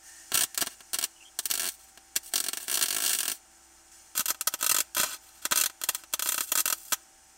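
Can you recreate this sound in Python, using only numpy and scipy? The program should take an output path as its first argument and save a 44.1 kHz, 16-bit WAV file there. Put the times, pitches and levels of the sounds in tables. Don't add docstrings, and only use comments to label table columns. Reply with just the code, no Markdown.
import sys
import numpy as np
from scipy import signal
from scipy.fft import rfft, irfft
from scipy.io import wavfile
from scipy.ndimage import uniform_filter1d, minimum_filter1d

SR = 44100
rng = np.random.default_rng(int(sys.argv[2]) if len(sys.argv) > 2 else 0)


def to_wav(s):
    ch = np.atleast_2d(s).T
    pcm = np.round(np.clip(ch, -1, 1) * 32767)
    wavfile.write(sys.argv[1], SR, pcm.astype(np.int16))


N = 325017

# start_s, relative_level_db, low_shelf_db
WIRE_POPS = [(.319, -37.5, 19.5), (0.3427, -15, -7), (0.3524, -14, -4), (.3738, -15, -5.5),
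             (0.4084, -15.5, -6), (0.4348, -16, -4), (0.546, -30.5, -9), (.5763, -17.5, -2.5),
             (.5916, -34, 6), (.609, -24, -6), (0.6138, -17, -20), (0.6222, -24.5, 12), (.6631, -33, -3),
             (.6708, -34, 14.5), (0.8065, -58, 24.5), (.9329, -23, -3), (0.9426, -18, -12),
             (.9867, -20, -0.5), (1.013, -28, -1), (1.0395, -17, -7), (1.3894, -20, -2),
             (1.4557, -17, -6.5), (1.5023, -23.5, -3), (1.5113, -15.5, -8), (1.5384, -20.5, -5.5),
             (1.554, -24, -7), (1.596, -20.5, -4), (1.688, -22, -10), (1.9751, -58.5, 24.5),
             (2.1571, -31, -2), (2.1616, -13.5, -9), (2.3368, -19.5, 1.5), (2.3569, -14, -6.5),
             (2.4023, -19, -5), (2.4408, -24.5, -2), (2.4852, -21.5, 0), (2.5326, -23.5, 1),
             (2.5723, -25.5, 0), (2.6816, -27.5, 4.5), (2.7143, -21, -5), (2.7418, -17.5, -12),
             (2.754, -19.5, -5), (2.773, -20, 2), (2.8117, -19, 0.5), (2.825, -13, -8), (2.8373, -20.5, 1),
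             (2.906, -20, -1), (2.965, -20.5, 2), (3.0033, -25, 3.5), (3.0384, -21.5, -1),
             (3.0618, -17, -3.5), (3.078, -19, -7), (3.094, -19, -13), (3.115, -24, -5),
             (3.1318, -16.5, -12), (3.1489, -21.5, -3), (3.1875, -20.5, -5.5), (3.205, -19, -10),
             (3.2797, -19, -2.5), (3.317, -22.5, -3), (4.153, -39.5, 13.5), (4.1766, -17, -8),
             (4.194, -17.5, -4), (4.2064, -21.5, 0), (4.2576, -19.5, -14), (4.2822, -24, -18),
             (4.3034, -18, 2.5), (4.3463, -52, 21), (4.4101, -20.5, -7), (4.472, -10.5, -4),
             (4.539, -24, 6.5), (4.611, -28.5, 1.5), (4.627, -20, 2.5), (4.6635, -15, -4),
             (4.694, -13, 1.5), (4.7131, -11, -1.5), (4.7448, -18.5, 4), (4.8035, -16, -0.5),
             (4.949, -25, -16), (4.9676, -26, 13), (4.9797, -19.5, 1), (4.9988, -19, 6.5),
             (5.0124, -20, -3), (5.0323, -24.5, 13), (5.0403, -28, 11), (5.4523, -22.5, 9.5),
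             (5.5117, -24.5, 6), (5.52, -18.5, 13), (5.5581, -18, 0), (5.5737, -13, -13),
             (5.611, -12.5, -7), (5.6368, -16.5, -3.5), (5.6591, -17.5, -1), (5.6985, -53.5, 24),
             (5.815, -33, 7), (5.8368, -20, -4), (5.888, -13, 1), (5.9478, -21, -6), (6.037, -56, 24),
             (6.128, -37.5, -6), (6.1366, -17, 1), (6.1943, -23.5, 2), (6.2229, -21, 0.5),
             (6.2593, -36.5, 19), (6.289, -16, -2.5), (6.321, -20.5, -1.5), (6.3437, -25.5, 6),
             (6.3795, -24, 8.5), (6.4067, -20.5, 3), (6.5187, -15, 0.5), (6.5536, -18, 2.5),
             (6.5751, -17.5, 0), (6.6034, -17, -4.5), (6.6561, -16.5, -1.5), (6.7254, -16.5, 0),
             (6.9219, -17.5, 3.5), (6.9297, -14, -1.5)]


def amp(db):
    return 10 ** (np.asarray(db) / 20)


def unit(x):
    return x / np.sqrt(np.mean(x ** 2) + 1e-20)


def eq_curve(points, hz):
    freq_hz, level_db = np.transpose(points)
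    return np.interp(np.log(hz + 1), np.log(freq_hz + 1), level_db)


def drift(rate_hz):
    hz = np.fft.rfftfreq(N, 1 / SR)
    return unit(irfft(rfft(rng.standard_normal(N)) * np.exp(-(hz / rate_hz) ** 2), N))


def noise(colour):
    hz = np.fft.rfftfreq(N, 1 / SR)
    return unit(irfft(rfft(rng.standard_normal(N)) * amp(eq_curve(colour, hz)), N))


def lowpass(x, corner_hz):
    pole = np.exp(-2 * np.pi * corner_hz / SR)
    return signal.lfilter([1 - pole], [1, -pole], x)


def envelope(start, end, rise_s, decay_s):
    t = np.arange(N) / SR
    return np.clip((t - start) / rise_s, 0, 1) * np.exp(-np.maximum(t - end, 0) / decay_s)


def shielding_gas(steelwork, flow_db=-58.5, ring_mix=1.7, nozzle_mix=0.44):
    # freq_hz, level_db
    jet_colour = [(300, -50), (1500, -6), (3800, -11), (5000, -8), (6200, -1.5), (7200, -1.5), (8700, -5.5),
                  (9700, -1.5), (11000, -14), (14000, -9), (16000, -20)]
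    # pitch_hz, half_width_hz, level_db
    nozzle_modes = [(5120, 78, 4), (6100, 200, -1), (6000, 90, -9), (6600, 35, -15), (6970, 170, 1),
                    (7850, 160, -6), (8670, 120, -23), (9470, 73, 0.5)]
    # start_s, rise_s, peak_db, decay_s
    surges = [(0, 0.074, -50, 0.73), (3.913, .005, -52.5, 0.18)]
    jet, hz = noise(jet_colour), np.fft.rfftfreq(N, 1 / SR)
    hiss = unit(jet + ring_mix * signal.fftconvolve(jet, steelwork)[:N])
    nozzle = sum(amp(db) / (1 + ((hz - centre) / width) ** 2) for centre, width, db in nozzle_modes)
    whistle = unit(irfft(rfft(rng.standard_normal(N)) * nozzle, N))
    surge = sum(amp(db) * envelope(s, s + rise_s, rise_s, decay_s) for s, rise_s, db, decay_s in surges)
    return np.hypot(amp(flow_db), surge) * unit(hiss + nozzle_mix * whistle) * amp(.5 * drift(25))


def welder_hum(room_db=-65.5, pitch_waver=0.0011, waver_db=2.3):
    # pitch_hz, level_db
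    tones = [(61.5, -74), (333.8, -76.5), (629.8, -81), (775.2, -70.5), (882.9, -76), (1330, -81.5),
             (1550, -90)]
    # freq_hz, relative_level_db
    room_colour = [(12, -32), (20, -2), (70, -12), (153, -16), (335, -11), (474, -19), (752, -9.5),
                   (825, -12.5), (884, -11.5), (1170, -14.5), (1310, -10.5), (3880, -22), (5000, -27.5),
                   (6500, -44), (11000, -120)]
    phase_per_hz = 2 * np.pi * np.cumsum(1 + pitch_waver * drift(6.0)) / SR
    hum = sum(amp(db + waver_db * drift(6.2)) * np.sin(hz * phase_per_hz) for hz, db in tones)
    return np.sqrt(2) * hum + amp(room_db) * noise(room_colour)


def squeaks():
    # start_s, length_s, start_hz, end_hz, width_hz, level_db
    glides = [(0, 0.29, 1790, 1840, 150, -60), (.42, 0.19, 1810, 1800, 110, -64),
              (1.153, 0.045, 3050, 2900, 300, -62), (1.196, 0.048, 2760, 2700, 240, -54),
              (1.242, 0.058, 3130, 3260, 240, -55)]
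    out = np.zeros(N)
    for s, length_s, start_hz, end_hz, width_hz, db in glides:
        size = int(length_s * SR)
        carrier = np.exp(2j * np.pi * np.cumsum(np.linspace(start_hz, end_hz, size)) / SR)
        white = rng.standard_normal(SR) + 1j * rng.standard_normal(SR)
        fuzz = lowpass(lowpass(white, width_hz / 2), width_hz / 2)[-size:]
        swell = signal.windows.tukey(size, .5)
        out[round(s * SR):][:size] += amp(db) * unit((carrier * fuzz).real) * swell
    return out


def pops(shorts, gain_db=22.5, spray_mix=0.35, spray_growth=0.34, spray_s=0.0014, shelf_hz=2000):
    spikes, body = np.zeros((2, N))
    t = np.arange(SR // 100) / SR
    usual_db = np.median([db for _, db, _ in shorts])
    for s, db, shelf_db in shorts:
        pop = rng.standard_normal(len(t)) ** 3 * np.exp(-t / spray_s)
        pop *= spray_mix * amp(spray_growth * (db - usual_db)) / np.linalg.norm(pop)
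        pop[0] = 1
        at = round(s * SR) + np.arange(len(t))
        spikes[at] += amp(db) * pop
        body[at] += amp(db) * (amp(shelf_db) - 1) * pop
    return amp(gain_db) * (spikes + lowpass(body, shelf_hz))


def rattle_dips(jitter_s=0.001, shelf_db=0.5):
    # start_s, end_s, dips_per_s, relative_level_db
    rattles = [(.33, .45, 70, -21.5), (1.0, 1.06, 75, -24), (1.545, 1.61, 48, -25.5), (1.58, 1.70, 87, -26),
               (2.35, 2.42, 45, -21), (2.43, 2.50, 45, -27.5), (2.67, 2.82, 60, -24.5),
               (2.83, 3.045, 50, -23.5), (3.03, 3.14, 72, -22.5), (3.195, 3.33, 44, -24.5),
               (4.61, 4.68, 55, -20.5), (4.73, 4.82, 52, -17.5), (5.565, 5.62, 80, -22.5),
               (6.25, 6.30, 65, -25.5), (6.565, 6.62, 105, -20), (6.64, 6.74, 43, -20)]
    main_s, dips = np.array(WIRE_POPS)[:, 0], []
    for start, end, rate, db in rattles:
        accents = main_s[(main_s > start) & (main_s < end)]
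        for a, b in zip(accents, accents[1:]):
            fill_s = np.linspace(a, b, round((b - a) * rate) + 1)[1:-1]
            dips += [(s + jitter_s * rng.standard_normal(), db, shelf_db) for s in fill_s]
    return dips


def sizzle(shorts, gain_db=-2.0, flutter_db=3.5, wander_db=1.5, duck_s=0.0015, duck_depth=0.85):
    # start_s, end_s, relative_level_db, lows_over_highs_db
    burns = [(0.332, 0.42, -31.5, 1), (0.605, 0.629, -32, 21), (0.662, 0.735, -49.5, 4),
             (0.944, 0.957, -31, 10), (0.978, 1.062, -51, 20), (1.426, 1.455, -45, -12),
             (1.693, 1.753, -47, -22), (1.48, 1.677, -44.5, 7), (1.775, 1.889, -55, -3),
             (2.228, 2.29, -44, -18), (2.313, 2.684, -45, 0), (2.597, 2.63, -43, -11),
             (2.671, 3.356, -40, -8), (2.999, 3.15, -35.5, -6), (4.15, 4.21, -33.5, 0),
             (4.28, 4.293, -23, -1), (4.521, 4.54, -44, 8), (4.586, 4.79, -41.5, 5),
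             (4.962, 5.042, -29.5, 19), (5.038, 5.152, -34.5, 10), (5.212, 5.392, -52.5, 4),
             (5.417, 5.458, -46, 8), (5.527, 5.62, -33.5, 13), (5.81, 6.005, -47.5, 2),
             (6.216, 6.445, -34.5, -17), (6.462, 6.61, -42, -9), (6.66, 6.92, -45.5, -24)]
    grains = unit(rng.standard_normal(N) * amp(flutter_db * drift(250) + wander_db * drift(30)))
    lows = signal.lfilter(*signal.butter(1, 7000, fs=SR), grains)
    t = np.arange(N) / SR
    pop_s = np.r_[np.sort(np.array(shorts)[:, 0]), np.inf]
    until_pop_s = pop_s[np.searchsorted(pop_s, t)] - t
    duck = 1 - duck_depth * np.exp(-(until_pop_s / duck_s) ** 2)
    out = np.zeros(N)
    for start, end, db, lows_db in burns:
        body = amp(lows_db)
        fry = (grains + (body - 1) * lows) / np.sqrt((1 + body ** 2) / 2)
        out += amp(db) * envelope(start, end, rise_s=0.0027, decay_s=0.01) * fry
    return amp(gain_db) * duck * out


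def hollow(colour, modes, early_gain, early_s, t60_s, crack_mix=0.85, size=2048):
    hz, t = np.fft.rfftfreq(size, 1 / SR), np.arange(size) / SR
    peaks_db = sum(lift / (1 + (2 * (hz - centre) / width) ** 2) for centre, width, lift in modes)
    tone = amp(eq_curve(colour, hz) + peaks_db)
    decay = np.hypot(amp(-60 * t / t60_s), early_gain * np.exp(-t / early_s))
    log_gain = np.log(np.r_[tone, tone[-2:0:-1]])
    crack = np.fft.ifft(np.exp(signal.hilbert(log_gain).conj())).real
    response = unit(rng.standard_normal(size) * decay) + crack_mix * unit(crack)
    for _ in range(8):
        spectrum = rfft(response) / tone
        spectrum /= np.sqrt(uniform_filter1d(abs(spectrum) ** 2, size=7))
        echoes = irfft(spectrum * tone) / decay
        response = decay * echoes / np.sqrt(uniform_filter1d(echoes ** 2, size=41) + 1e-20)
    return response / np.linalg.norm(response)


def reflections(x, response, steady_s=0.016, low_cut_hz=350, tails=7):
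    hz, t = np.fft.rfftfreq(len(response), 1 / SR), np.arange(len(response)) / SR
    steady = np.exp(-(t / steady_s) ** 2)
    low_cut = hz ** 2 / (hz ** 2 + low_cut_hz ** 2)
    tail_tone = np.sqrt(uniform_filter1d(abs(rfft(response)) ** 2, size=61)) * low_cut
    tail_shape = np.sqrt(abs(uniform_filter1d(response ** 2, size=45)) * (1 - steady ** 2))
    out = signal.oaconvolve(x, response * steady)[:N]
    slot = np.arange(N) // (SR // 100) % tails
    for k in range(tails):
        tail = tail_shape * unit(irfft(tail_tone * np.exp(2j * np.pi * rng.random(len(hz)))))
        out += signal.oaconvolve(x * (slot == k), tail)[:N]
    return out


def workshop_reverb(x, wet_db=-29, t60_s=0.35, damping_hz=6000):
    t = np.arange(SR // 2) / SR
    tail = lowpass(rng.standard_normal(len(t)), damping_hz) * amp(-60 * t / t60_s)
    return x + amp(wet_db) * signal.fftconvolve(x, tail / np.linalg.norm(tail))[:N]


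def puffs():
    # start_s, level_db, pitch_hz
    thumps = [(0.344, -37.5, 131), (0.374, -48, 121), (0.411, -47, 110), (0.437, -47, 120),
              (0.623, -30, 236), (2.163, -48, 126), (2.825, -47, 110), (4.194, -31.5, 232),
              (4.471, -51, 131), (4.713, -41, 111), (4.998, -28, 235), (5.04, -39, 230), (5.517, -34, 220),
              (5.886, -45, 130), (6.929, -52, 149)]
    out, t = np.zeros(N), np.arange(SR // 10) / SR
    for s, db, hz in thumps:
        out[round(s * SR):][:len(t)] += amp(db) * np.sin(2 * np.pi * hz * t) * np.exp(-t * hz)
    return out


def scene(move_s=3.7):
    # freq_hz, level_db
    first_colour = [(40, -28), (140, -26.5), (195, -12.5), (280, -10), (500, -25.5), (900, -19.5),
                    (2200, -25), (4000, -15.5), (6000, -28.5), (8500, -11), (10500, -12), (13500, -25),
                    (15700, -11.5)]
    second_colour = [(40, -44), (150, -43.5), (280, -26.5), (500, -29), (900, -23), (2200, -20),
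                     (4000, -11), (6000, -14), (8500, -18.5), (10500, -18.5), (13500, -14.5), (15700, -8)]
    # pitch_hz, width_hz, boost_db
    first_modes = [(390, 47, 14), (678, 118, 18.7), (1044, 133, 11.2), (1360, 45, 18), (1599, 228, 18),
                   (1785, 123, 13.1), (2268, 256, 15.8), (2700, 130, 10), (2844, 160, 12.4),
                   (3260, 553, 13.5), (4330, 330, 13.7), (4760, 100, 13.8), (5450, 480, 5.9),
                   (5720, 1000, 17.4), (5960, 140, 13.4), (6517, 158, 18.7), (7170, 290, 9),
                   (7160, 290, 8.2), (7800, 147, 14.6), (8300, 160, 10), (8830, 580, 11.6), (9200, 16, 1.7),
                   (10840, 170, 9.8), (12420, 630, 14), (11740, 590, 3.5), (12900, 420, 2.2),
                   (14200, 1700, 5.1), (14370, 680, 10)]
    second_modes = [(274, 256, 18.3), (613, 94, 21.7), (976, 186, 16), (1284, 144, 19.7), (1502, 175, 19.1),
                    (1790, 400, 7.7), (1946, 35, 19), (2380, 89, 18), (2695, 132, 18.6), (3330, 416, 13.2),
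                    (4176, 150, 11), (5010, 830, 8.6), (5690, 72, 17.6), (6224, 117, 21.1),
                    (6450, 114, 6.2), (6840, 112, 21.1), (7280, 157, 19), (7636, 256, 19), (8420, 660, 5.8),
                    (8470, 360, 13.9), (9176, 680, 15.9), (10200, 440, 5.5), (10130, 580, 9.3),
                    (11230, 310, 11), (12020, 470, 17), (13280, 490, 8.4), (13540, 820, 10.9),
                    (14100, 110, 1.3)]
    first_spot = hollow(first_colour, first_modes, early_gain=2.7, early_s=0.00026, t60_s=0.051)
    second_spot = hollow(second_colour, second_modes, early_gain=1.65, early_s=0.00051, t60_s=0.047)
    bed = shielding_gas(first_spot) + welder_hum() + squeaks()
    shorts = list(WIRE_POPS) + rattle_dips()
    arc = pops(shorts) + sizzle(shorts)
    moved = np.arange(N) / SR > move_s
    weld = reflections(arc * ~moved, first_spot) + reflections(arc * moved, second_spot)
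    return (workshop_reverb(weld + puffs()) + bed)[None]


def record(dry, ceiling_db=-13, high_cut_hz=15900):
    high_cut = signal.firwin(401, high_cut_hz, window=("kaiser", 8), fs=SR)[None]
    filtered = signal.oaconvolve(dry, high_cut, "same")
    allowed_gain = np.minimum(1, amp(ceiling_db) / (abs(filtered[0]) + 1e-9))
    gain = uniform_filter1d(minimum_filter1d(allowed_gain, size=13), size=9)
    return signal.oaconvolve(filtered * gain, high_cut, "same")


dry = scene()
out = record(dry)
to_wav(out)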